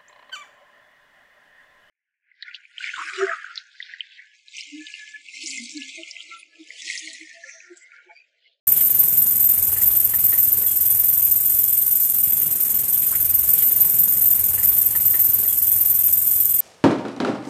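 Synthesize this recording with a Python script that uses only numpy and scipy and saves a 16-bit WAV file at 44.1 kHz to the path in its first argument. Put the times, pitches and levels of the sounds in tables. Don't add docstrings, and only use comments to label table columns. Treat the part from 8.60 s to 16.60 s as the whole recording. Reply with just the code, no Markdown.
import sys
import numpy as np
from scipy import signal
from scipy.fft import rfft, irfft
from scipy.io import wavfile
from scipy.ndimage import uniform_filter1d, minimum_filter1d

SR = 44100
rng = np.random.default_rng(int(sys.argv[2]) if len(sys.argv) > 2 else 0)


def dump_mix(stems):
    frames = np.atleast_2d(stems).T
    limited = np.clip(frames, -1, 1)
    pcm = np.round(limited * 32767).astype(np.int16)
    wavfile.write(sys.argv[1], SR, pcm)


def how_loud(loudness_db):
    steps = np.asarray(loudness_db, float) / 20
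    return 10 ** steps


N = 353020

# start_s, peak_db, pitch_hz
CATCHES = [(0.1188, -1.5, 13600), (0.3474, -3.5, 13100), (0.9005, -3, 13500), (1.0226, -11, 13500),
           (1.119, -5, 13700), (1.2642, -5, 13260), (1.401, -6, 13000), (1.4457, -6, 13400),
           (1.78, -15, 13500), (1.9277, -2, 13700), (1.9721, -6, 13900), (2.0694, -3, 13640),
           (2.1596, -6, 13600), (2.2105, -10, 13400), (2.3043, 2, 13900), (2.7185, -11, 13800),
           (2.7603, -4, 13500), (2.8053, -12, 13700), (2.8504, -14, 13800), (2.9436, -14, 12900),
           (3.0325, -6, 13700), (3.3555, -4, 13600), (3.639, 0, 13700), (3.7346, -8, 13200),
           (3.7695, -4, 13600), (4.0055, -15, 13900), (4.1448, -9, 13300), (4.3307, -23, 13350),
           (4.5527, -6, 13700), (4.7418, -14, 13600)]


def evened(x):
    return x / np.sqrt(np.mean(x ** 2) + 1e-20)


def steady(x, size):
    power = uniform_filter1d(uniform_filter1d(x ** 2, size), size)
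    return x / np.sqrt(abs(power) + 1e-9)


def coloured(x, points):
    f, db = np.transpose(points)
    hz, z = np.fft.rfftfreq(N, 1 / SR) + 1, rfft(x)
    z = z / np.sqrt(uniform_filter1d(abs(z) ** 2, size=2000))
    shape_db = np.interp(np.log(hz), np.log(f), db, left=-90, right=-90)
    return evened(irfft(z * how_loud(shape_db), N))


def lower_part(x, hz, order):
    return signal.sosfiltfilt(signal.butter(order, hz, fs=SR, output="sos"), x)


def resonate(x, hz, width):
    turn = np.exp(2j * np.pi * np.cumsum(hz * np.ones(len(x))) / SR)
    r = np.exp(-np.pi * width / SR)
    return 2 * (turn * signal.lfilter([1 - r], [1, -r], x / turn)).real


def curve(rows, column):
    rows = np.array(rows)
    return np.interp(np.arange(N) / SR, rows[:, 0], rows[:, column])


def add(mix, s, sound):
    part = mix[round(s * SR):][:len(sound)]
    part += sound[:len(part)]


def bumps(rows, width_s):
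    out, size = np.zeros(N + SR), int(width_s * SR)
    for s, db in rows:
        add(out, s - size / SR, db * np.bartlett(2 * size))
    return out[:N]


def wobble(hz):
    return evened(signal.lfilter(*signal.butter(2, hz, fs=SR), rng.standard_normal(N)))


def patches(frames, bins, long, wide):
    noise = rng.standard_normal((frames, bins))
    noise = uniform_filter1d(noise, size=long, axis=0)
    return evened(uniform_filter1d(noise, size=wide, axis=1)).T


def mottled(x, size, overlap, long, wide):
    z = signal.stft(x, nperseg=size, noverlap=overlap)[2]
    z = z * how_loud(2.2 * patches(*z.shape[::-1], long=long, wide=wide))
    return signal.istft(z, nperseg=size, noverlap=overlap)[1][:N]


def strokes():
    # stroke_share, low_wing_db, high_wing_db, mirror_db, gain_db
    bite = [
        (0, -1.5, -1.5, -1.5, 1.8),
        (.11, 3.8, 3, 1.5, 2.2),
        (.19, 3, 2.5, .5, 1.5),
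        (.28, -1, 1, .2, -.8),
        (.39, 2.5, 1, 0, .5),
        (.52, -3, -1, 0, -2.5),
        (.65, 1.5, 0, 1, -.5),
        (.8, -4, -3.5, -2, -3),
        (.9, -5.5, -7, -7.5, -1.5),
    ]
    # time_s, strokes_made
    pace = [(.074, 0), (.4775, 9), (.617, 12), (.753, 15), (1.023, 21), (1.168, 24), (1.4444, 30),
            (1.589, 33), (2.018, 42), (2.298, 48), (2.574, 54), (2.8495, 60), (3.4, 72), (3.8145, 81),
            (4.236, 90), (4.646, 99), (4.97, 106)]
    # time_s, mirror_db
    effort = [(.07, -20), (.2, -20.5), (.45, -21.5), (.85, -21), (1.15, -24), (1.35, -21), (1.55, -23),
              (1.8, -20), (2.0, -22), (2.5, -21), (3.05, -22.5), (3.45, -23), (3.7, -23.5), (3.92, -26),
              (4.1, -24), (4.26, -24), (4.45, -24), (4.88, -22)]
    # time_s, mirror_db
    accents = [(0.244, 9.5), (0.407, 6), (0.547, 2), (0.591, 7), (0.605, 8.5), (0.697, 6), (0.738, 1),
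               (0.835, 6), (0.869, 10), (0.918, 8.5), (0.965, -3), (1.05, 2.5), (1.121, -6), (1.14, 2),
               (1.239, 7), (1.266, 4), (1.283, 9.5), (1.341, 2), (1.375, 7), (1.448, 11), (1.66, 9),
               (1.803, 5.5), (1.854, 4), (1.926, 7), (2.007, -1), (2.069, 1.5), (2.109, 0), (2.167, 5.5),
               (2.217, 3.5), (2.238, 3), (2.285, 6), (2.317, 0), (2.38, 0), (2.605, 3), (2.658, 11),
               (2.726, 11.5), (3.01, 2), (3.189, 5.5), (3.328, 6), (3.439, 7), (3.487, 1), (3.539, 1.5),
               (3.571, 5), (3.646, 2.5), (3.67, 5), (3.702, 10.5), (3.8, 10), (3.833, 6.5), (3.856, 1),
               (3.931, 7), (4.033, 9), (4.071, 3), (4.176, 5), (4.328, 1), (4.348, 5), (4.406, 4),
               (4.553, -2), (4.623, 4), (4.755, 7.5), (4.81, 0),
               (0.104, -1), (0.155, -6), (0.216, -1.5), (0.3, -6.5), (0.331, -7), (0.388, -1.5), (0.626, 1),
             (0.653, -3), (0.669, -6.5), (0.761, -4), (0.811, 0), (0.991, -3.5), (1.01, -4.5), (1.159, -11),
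             (1.174, -7), (1.214, -4), (1.361, -7), (1.431, -2), (1.478, -6), (1.507, -10), (1.526, -3),
             (1.59, -7), (1.644, -2.5), (1.747, -7.5), (1.766, -7), (1.839, -4), (1.907, -9), (1.963, -4),
             (2.037, -5), (2.132, -6), (2.199, -6), (2.518, -3), (2.586, 1.5), (2.622, -1), (2.672, -6.5),
             (2.794, -6), (2.82, -7.5), (3.09, -3), (3.173, -1.5), (3.206, -2.5), (3.264, -2), (3.403, 1),
             (3.599, 0), (3.627, -5), (3.685, -11), (3.986, -3.4), (4.101, -7), (4.137, -7.2), (4.201, -7),
             (4.234, -3.8), (4.249, -9.0), (4.27, -11), (4.293, -4), (4.31, -1), (4.379, -4), (4.514, -2),
             (4.538, -11), (4.566, -4), (4.729, -10), (4.866, -6)]
    # time_s, wing_db
    flexes = [(0.159, 2), (0.197, 4), (0.245, 0), (0.341, -6.5), (0.508, -5.5), (0.636, 1.5), (0.659, -1.5),
              (0.911, 2), (1.159, -1), (1.195, -3), (1.227, 4.5), (1.255, -0.5), (1.313, -2), (1.442, 1.5),
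              (1.506, 0), (1.523, -5.5), (1.591, -4), (1.658, 1.5), (1.689, -4.2), (1.734, -5), (1.768, -6),
              (1.804, 0.5), (1.889, -2.5), (1.96, -9), (2.028, -4.3), (2.05, -3.5), (2.104, 2), (2.195, -1),
              (2.315, 4), (2.392, -5), (2.518, -3), (2.562, -2.5), (2.656, 1.5), (2.721, 6), (2.936, 4.5),
              (3.44, 6), (3.491, 5.5), (3.606, 4), (3.63, -3.5), (3.694, -1), (3.898, -7), (3.95, -7.5),
              (3.964, -0.5), (4.034, 2.5), (4.116, 4.5), (4.145, -5), (4.192, 1), (4.228, -7),
              (4.273, -1.5), (4.301, 4.5), (4.375, 0), (4.442, 4), (4.466, -3.4), (4.495, 6), (4.571, -2),
              (4.61, -4.5), (4.632, -2), (4.678, -3), (4.731, -8), (4.747, 1)]
    wing_db, wing_follows, wing_chance_db = -27.5, 0.17, -0.03
    bite_db, run_out_db, mirror_chance_db = 3.5, -2.5, -0.5
    press_s, catch_lift_db = .013, -0.5

    s, made = np.transpose(pace)
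    count = np.interp(np.arange(N) / SR, s, made)
    at, *shapes = np.transpose(bite)
    low, high, mirror, gain = (1.12 * np.interp(count, at, shape, period=1) for shape in shapes)
    effort_db = curve(effort, column=1)
    chance = rng.standard_normal((int(made[-1]) + 1, 3))

    push_db = wing_db + wing_follows * (effort_db - effort_db.mean()) + bumps(flexes, press_s)
    push_db = push_db + wing_chance_db * uniform_filter1d(chance[count.astype(int), 0], size=200)

    marks = np.arange(len(chance))[:, None] + [.2, .66]
    marks_db = [bite_db, run_out_db] + mirror_chance_db * chance[:, 1:]
    slide_db = np.interp(count, marks.ravel(), marks_db.ravel())
    accent_db = bumps(accents, press_s)
    accent_db = accent_db + bumps([(s + 0.012, catch_lift_db) for s, *_ in CATCHES], 0.016)
    return push_db + low, push_db + high, effort_db + slide_db + accent_db + mirror, gain


def teeth(per_s, spread_db, blur_s):
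    phase = np.cumsum(per_s * rng.uniform(.4, 1.6, N)) / SR
    hits = np.diff(np.floor(phase), prepend=0)
    hits = hits * how_loud(spread_db * rng.standard_normal(N))
    t = np.arange(1500) / SR
    smear = rng.standard_normal(len(t)) * np.exp(-t / blur_s)
    return signal.oaconvolve(hits, smear)[:N] + rng.standard_normal(N)


def katydid(low_db, high_db, mirror_db):
    # pitch_hz, density_db_per_hz
    wing_spectrum = [(4300, -50), (4900, -21), (5400, -16), (6100, -14.5), (6600, -11), (7100, -6),
                     (7700, -4), (8800, -1), (10000, -1), (10700, -3), (11500, -1), (12200, 0), (13000, -6),
                     (14500, -30)]
    # pitch_hz, density_db_per_hz
    mirror_spectrum = [(11300, -45), (11900, -26), (12300, -16.5), (12600, -12), (12900, -12),
                       (13200, -6.5), (13600, -1), (13850, 0), (14500, 0)]
    # pitch_hz, width_hz, level_db
    wing_rings = [(7730, 120, -21), (8200, 80, -25), (8760, 200, -19), (9990, 100, -23), (11580, 70, -24),
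                  (6990, 70, -28)]
    # time_s, rim_over_core_db
    slack = [(.1, -6), (.39, -3), (.58, -8), (.75, -6), (.93, -5), (1.2, -5), (1.45, -7), (1.65, -5),
             (2.0, -6), (2.2, -5), (2.4, -6), (2.8, -6), (3.2, -6), (3.6, -6), (4.0, -7), (4.3, -5),
             (4.6, -6), (4.88, -7)]
    rim_follows = .8

    scrape = evened(teeth(2600, 2.34, 0.0016))
    scrape = mottled(scrape, 256, 192, long=14, wide=3)
    scrape = mottled(scrape, 1024, 512, long=2, wide=2)
    slips = how_loud(1.6 * wobble(130))

    wing = coloured(scrape, wing_spectrum)
    rings = sum(how_loud(db) * evened(resonate(wing, hz, width)) for hz, width, db in wing_rings)
    wing = steady(slips * (wing + rings), size=500)
    low = lower_part(wing, 8500, order=3)
    wing = low * how_loud(low_db - 0.85) + (wing - low) * how_loud(high_db + 2.04)

    mirror = slips * coloured(scrape, mirror_spectrum)
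    rim = lower_part(mirror, 13150, order=8)
    core = mirror - rim
    slack_db = curve(slack, column=1)
    rim_db = (rim_follows - 1) * (mirror_db - mirror_db.mean())
    rim_db = rim_db + .8 * (slack_db - slack_db.mean())
    mirror = core.std() * steady(core, size=350) + rim.std() * steady(rim, size=500) * how_loud(rim_db - 0.25)
    return wing + how_loud(mirror_db + 6.5) * mirror


def garden():
    # pitch_hz, density_db_per_hz
    rumble_spectrum = [(12, -45), (20, -25.5), (60, -7.5), (87, -1), (105, -4), (150, -5), (199, -8),
                       (260, -14.5), (340, -32.5), (570, -120)]
    # pitch_hz, density_db_per_hz
    air_spectrum = [(130, -40.5), (220, -4.5), (399, -2.5), (438, -3.5), (548, -4.5), (1010, -7),
                    (1950, -6), (3100, -6), (3320, -7), (4620, -7.5), (5200, -8.5), (6760, -1.5),
                    (11400, -120)]
    # time_s, level_db, depth_db
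    vehicles = [(.08, -46.5, -1.5), (.27, -53, -3.5), (.36, -46, -2), (.6, -44, -2), (.82, -48.5, -4.5),
                (1.01, -45.5, 3.5), (2.0, -46, 1.5), (2.07, -54, -2), (2.16, -48.5, 3.5), (2.6, -49, 3.5),
                (3.2, -50, 1.5), (3.5, -51.5, -1.5), (3.8, -47.5, -1.5), (4.03, -54.5, -2), (4.15, -46, -3),
                (4.45, -48, -3), (4.66, -46, 4.5), (4.88, -48, 4.5)]
    # time_s, level_db
    breeze = [(.1, -50), (.66, -51.5), (1.2, -50), (1.6, -52.5), (2.0, -51.5), (2.12, -53.5), (3.5, -55.5),
              (3.85, -52), (4.87, -52)]
    leaves_db, leaves_follow = -47.5, 0.11

    noise = rng.standard_normal((2, N))
    rumble, air = coloured(noise[0], rumble_spectrum), coloured(noise[1], air_spectrum)
    deep = lower_part(rumble, 110, order=2)
    murmur = lower_part(air, 1800, order=1)
    level_db, depth_db = curve(vehicles, column=1), curve(vehicles, column=2)
    breeze_db = curve(breeze, column=1)

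    traffic = evened(deep) * how_loud(level_db + depth_db - 2.5)
    traffic = traffic + evened(rumble - deep) * how_loud(level_db - depth_db - 2.5)
    leaves_db = leaves_db + leaves_follow * (breeze_db - breeze_db.mean()) + .4 * wobble(3)
    rustle = how_loud(.8 * wobble(70))
    return traffic + rustle * (evened(murmur) * how_loud(breeze_db + 4.5) + evened(air - murmur) * how_loud(leaves_db))


def catches():
    out, t = np.zeros(N), np.arange(400) / SR
    flutter = 1 + .4 * np.cos(2 * np.pi * 500 * t)
    swell = (t / 0.0026 * np.exp(1 - t / .0024)) ** 2
    for s, db, hz in CATCHES:
        add(out, s - .0015, how_loud(db - 2.0) * swell * flutter * np.sin(2 * np.pi * hz * t) / 1.4)
    return out


def far_whistles():
    # start_s, length_s, start_hz, end_hz, level_db
    scrapes = [(0.15, 0.075, 3500, 3000, -44), (0.17, 0.074, 2100, 1900, -47), (0.13, .03, 2500, 2800, -46),
               (3.8, 0.15, 160, 130, -44), (3.8, .28, 180, 215, -51.5), (1.88, 0.2, 300, 460, -50),
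               (3.9, 0.42, 380, 300, -56.5), (1.3, 0.05, 4100, 2000, -49.5), (4.33, .045, 3600, 2900, -46),
               (4.42, 0.045, 2700, 2400, -45), (4.42, 0.031, 3700, 3600, -49),
               (3.2, 0.047, 3600, 3900, -52.5), (4.515, 0.046, 900, 1700, -39.5),
               (4.52, 0.056, 1600, 2100, -43)]
    # start_s, length_s, start_hz, end_hz, level_db
    chirps = [
        (2.054, .088, 3350, 3300, -48),
        (2.191, 0.18, 3300, 3330, -53.5),
        (2.4, 0.47, 3350, 3310, -60),
        (2.802, 0.41, 3350, 3300, -56.5),
        (3.198, 0.46, 3360, 3350, -61),
        (3.578, 0.43, 3330, 3320, -57),
        (4.541, .26, 84, 88.6, -43.5),
        (4.661, 0.074, 2250, 2780, -52),
        (0.902, .75, 86.5, 87.8, -51),
        (1.901, .7, 85, 110, -51),
    ]
    out = np.zeros(N)
    for rows, share in [(scrapes, .4), (chirps, .045)]:
        for s, length, hz0, hz1, db in rows:
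            size, width = int(length * SR), share * (hz0 + hz1) / 2
            glide = np.linspace(hz0, hz1, size)
            whistle = resonate(rng.standard_normal(size), glide, width)
            whistle = resonate(whistle, glide, width)
            add(out, s, how_loud(db) * evened(whistle) * signal.windows.tukey(size, .5))
    return out


def far_knocks():
    # start_s, peak_db, pitch_hz, t60_s
    knocks = [
        (1.167, -27.5, 1756, 0.14),
        (1.197, -33.5, 1880, 0.11),
        (1.22, -33, 1900, 0.25),
        (1.5388, -26, 1803, 0.11),
        (1.5857, -34.5, 2006, 0.16),
        (1.728, -23, 1846, 0.19),
        (1.7828, -34.5, 1925, 0.16),
        (2.0399, -32.5, 1862, 0.16),
    ]
    # pitch_ratio, level_db
    knock_modes = [(.53, -11), (.72, -9), (1.0, 0), (1.07, -4)]
    out, t = np.zeros(N), np.arange(SR // 3) / SR
    for s, db, hz, t60 in knocks:
        drive = rng.standard_normal(len(t)) * how_loud(-60 * t / t60) + 25 * (t == 0)
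        ring = sum(how_loud(d) * evened(resonate(drive, hz * k, 34)) for k, d in knock_modes)
        ring = ring + how_loud(-15.5) * evened(resonate(drive, hz, 900))
        add(out, s - .003, how_loud(db + 2.5) * ring / abs(ring).max())
    return out


def scene():
    *song_db, gain_db = strokes()
    background = garden() + far_whistles() + far_knocks()
    return (katydid(*song_db) + catches() + how_loud(gain_db) * background)[None]


def limited(x):
    top = -minimum_filter1d(-abs(x), size=201)
    return x / uniform_filter1d(np.maximum(top / .88, 1), size=101)


def rounded_lines(x):
    # pitch_hz, step_over_usual_line_db
    coarseness = [(500, -10), (1500, 0), (2200, 3.5), (3000, 7), (3300, 5), (3800, 7), (4400, 6),
                  (4700, 12), (4950, 7), (6500, 7), (7000, 2), (8000, -4)]
    # time_s, level_db
    spills = [(.09, -24), (.35, -36), (.79, -30), (.88, -34), (1.03, -32), (1.07, -36), (1.17, -36),
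              (1.27, -22), (1.4, -32), (1.45, -18), (1.54, -30), (1.6, -36), (1.73, -32), (1.78, -32),
              (2.06, -22), (2.09, -34), (2.31, -30), (3.08, -32), (3.14, -26), (3.37, -28), (4.0, -36),
              (4.29, -26), (4.46, -30), (4.54, -22), (4.63, -26), (4.73, -26), (4.87, -24)]
    size, lead, edge_hz = 1024, 300, 13925
    n, k = np.arange(2 * size) + .5, np.arange(size) + .5
    window = signal.windows.kaiser_bessel_derived(2 * size, beta=4 * np.pi)
    basis = window[:, None] * np.cos(np.pi / size * np.outer(n + size / 2, k))
    blocks = np.pad(x, (size + lead, 2 * size - (N + lead) % size)).reshape(-1, size)
    lines = np.hstack([blocks[:-1], blocks[1:]]) @ basis
    hz = k * SR / (2 * size)

    log_lines = uniform_filter1d(np.log(abs(lines) + 1e-9), size=45, axis=0)
    usual = 1.8 * np.exp(uniform_filter1d(log_lines, size=9, axis=1))
    step_db = np.interp(hz, *np.transpose(coarseness)) + 2.0 * patches(*lines.shape, long=3, wide=5).T
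    step = usual * how_loud(step_db)
    lines = np.sign(lines) * step * np.floor(abs(lines) / step + .42)

    spill_db = -56 + 6.0 * rng.standard_normal((len(lines), 1))
    at, db = np.transpose(spills)
    spill_db[np.round((at * SR + lead) / size).astype(int), 0] = db + 9
    spill_db = spill_db - 0.062 * (hz - edge_hz)
    lines = lines * np.where(hz > edge_hz, how_loud(np.minimum(spill_db, 0)), 1)
    frames = lines @ basis.T * 2 / size
    return (frames[:-1, size:] + frames[1:, :size]).ravel()[lead:lead + N]


def top_cut(x):
    return signal.sosfilt(signal.butter(12, 15280, fs=SR, output="sos"), x)


def record(dry):
    x = rounded_lines(limited(dry[0]))[None]
    start, loop = 3062, 212314
    t = np.arange(loop) / SR
    fade = np.clip(np.minimum(t / 0.0021, (t[-1] - t) / .0015), 0, 1)
    piece = x[:, start:start + loop] * np.sin(np.pi / 2 * fade) ** 2
    mix = np.concatenate([np.zeros((1, start)), piece, piece], axis=1)[:, :N]
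    return top_cut(mix)


dry = scene()
out = record(dry)
dump_mix(out)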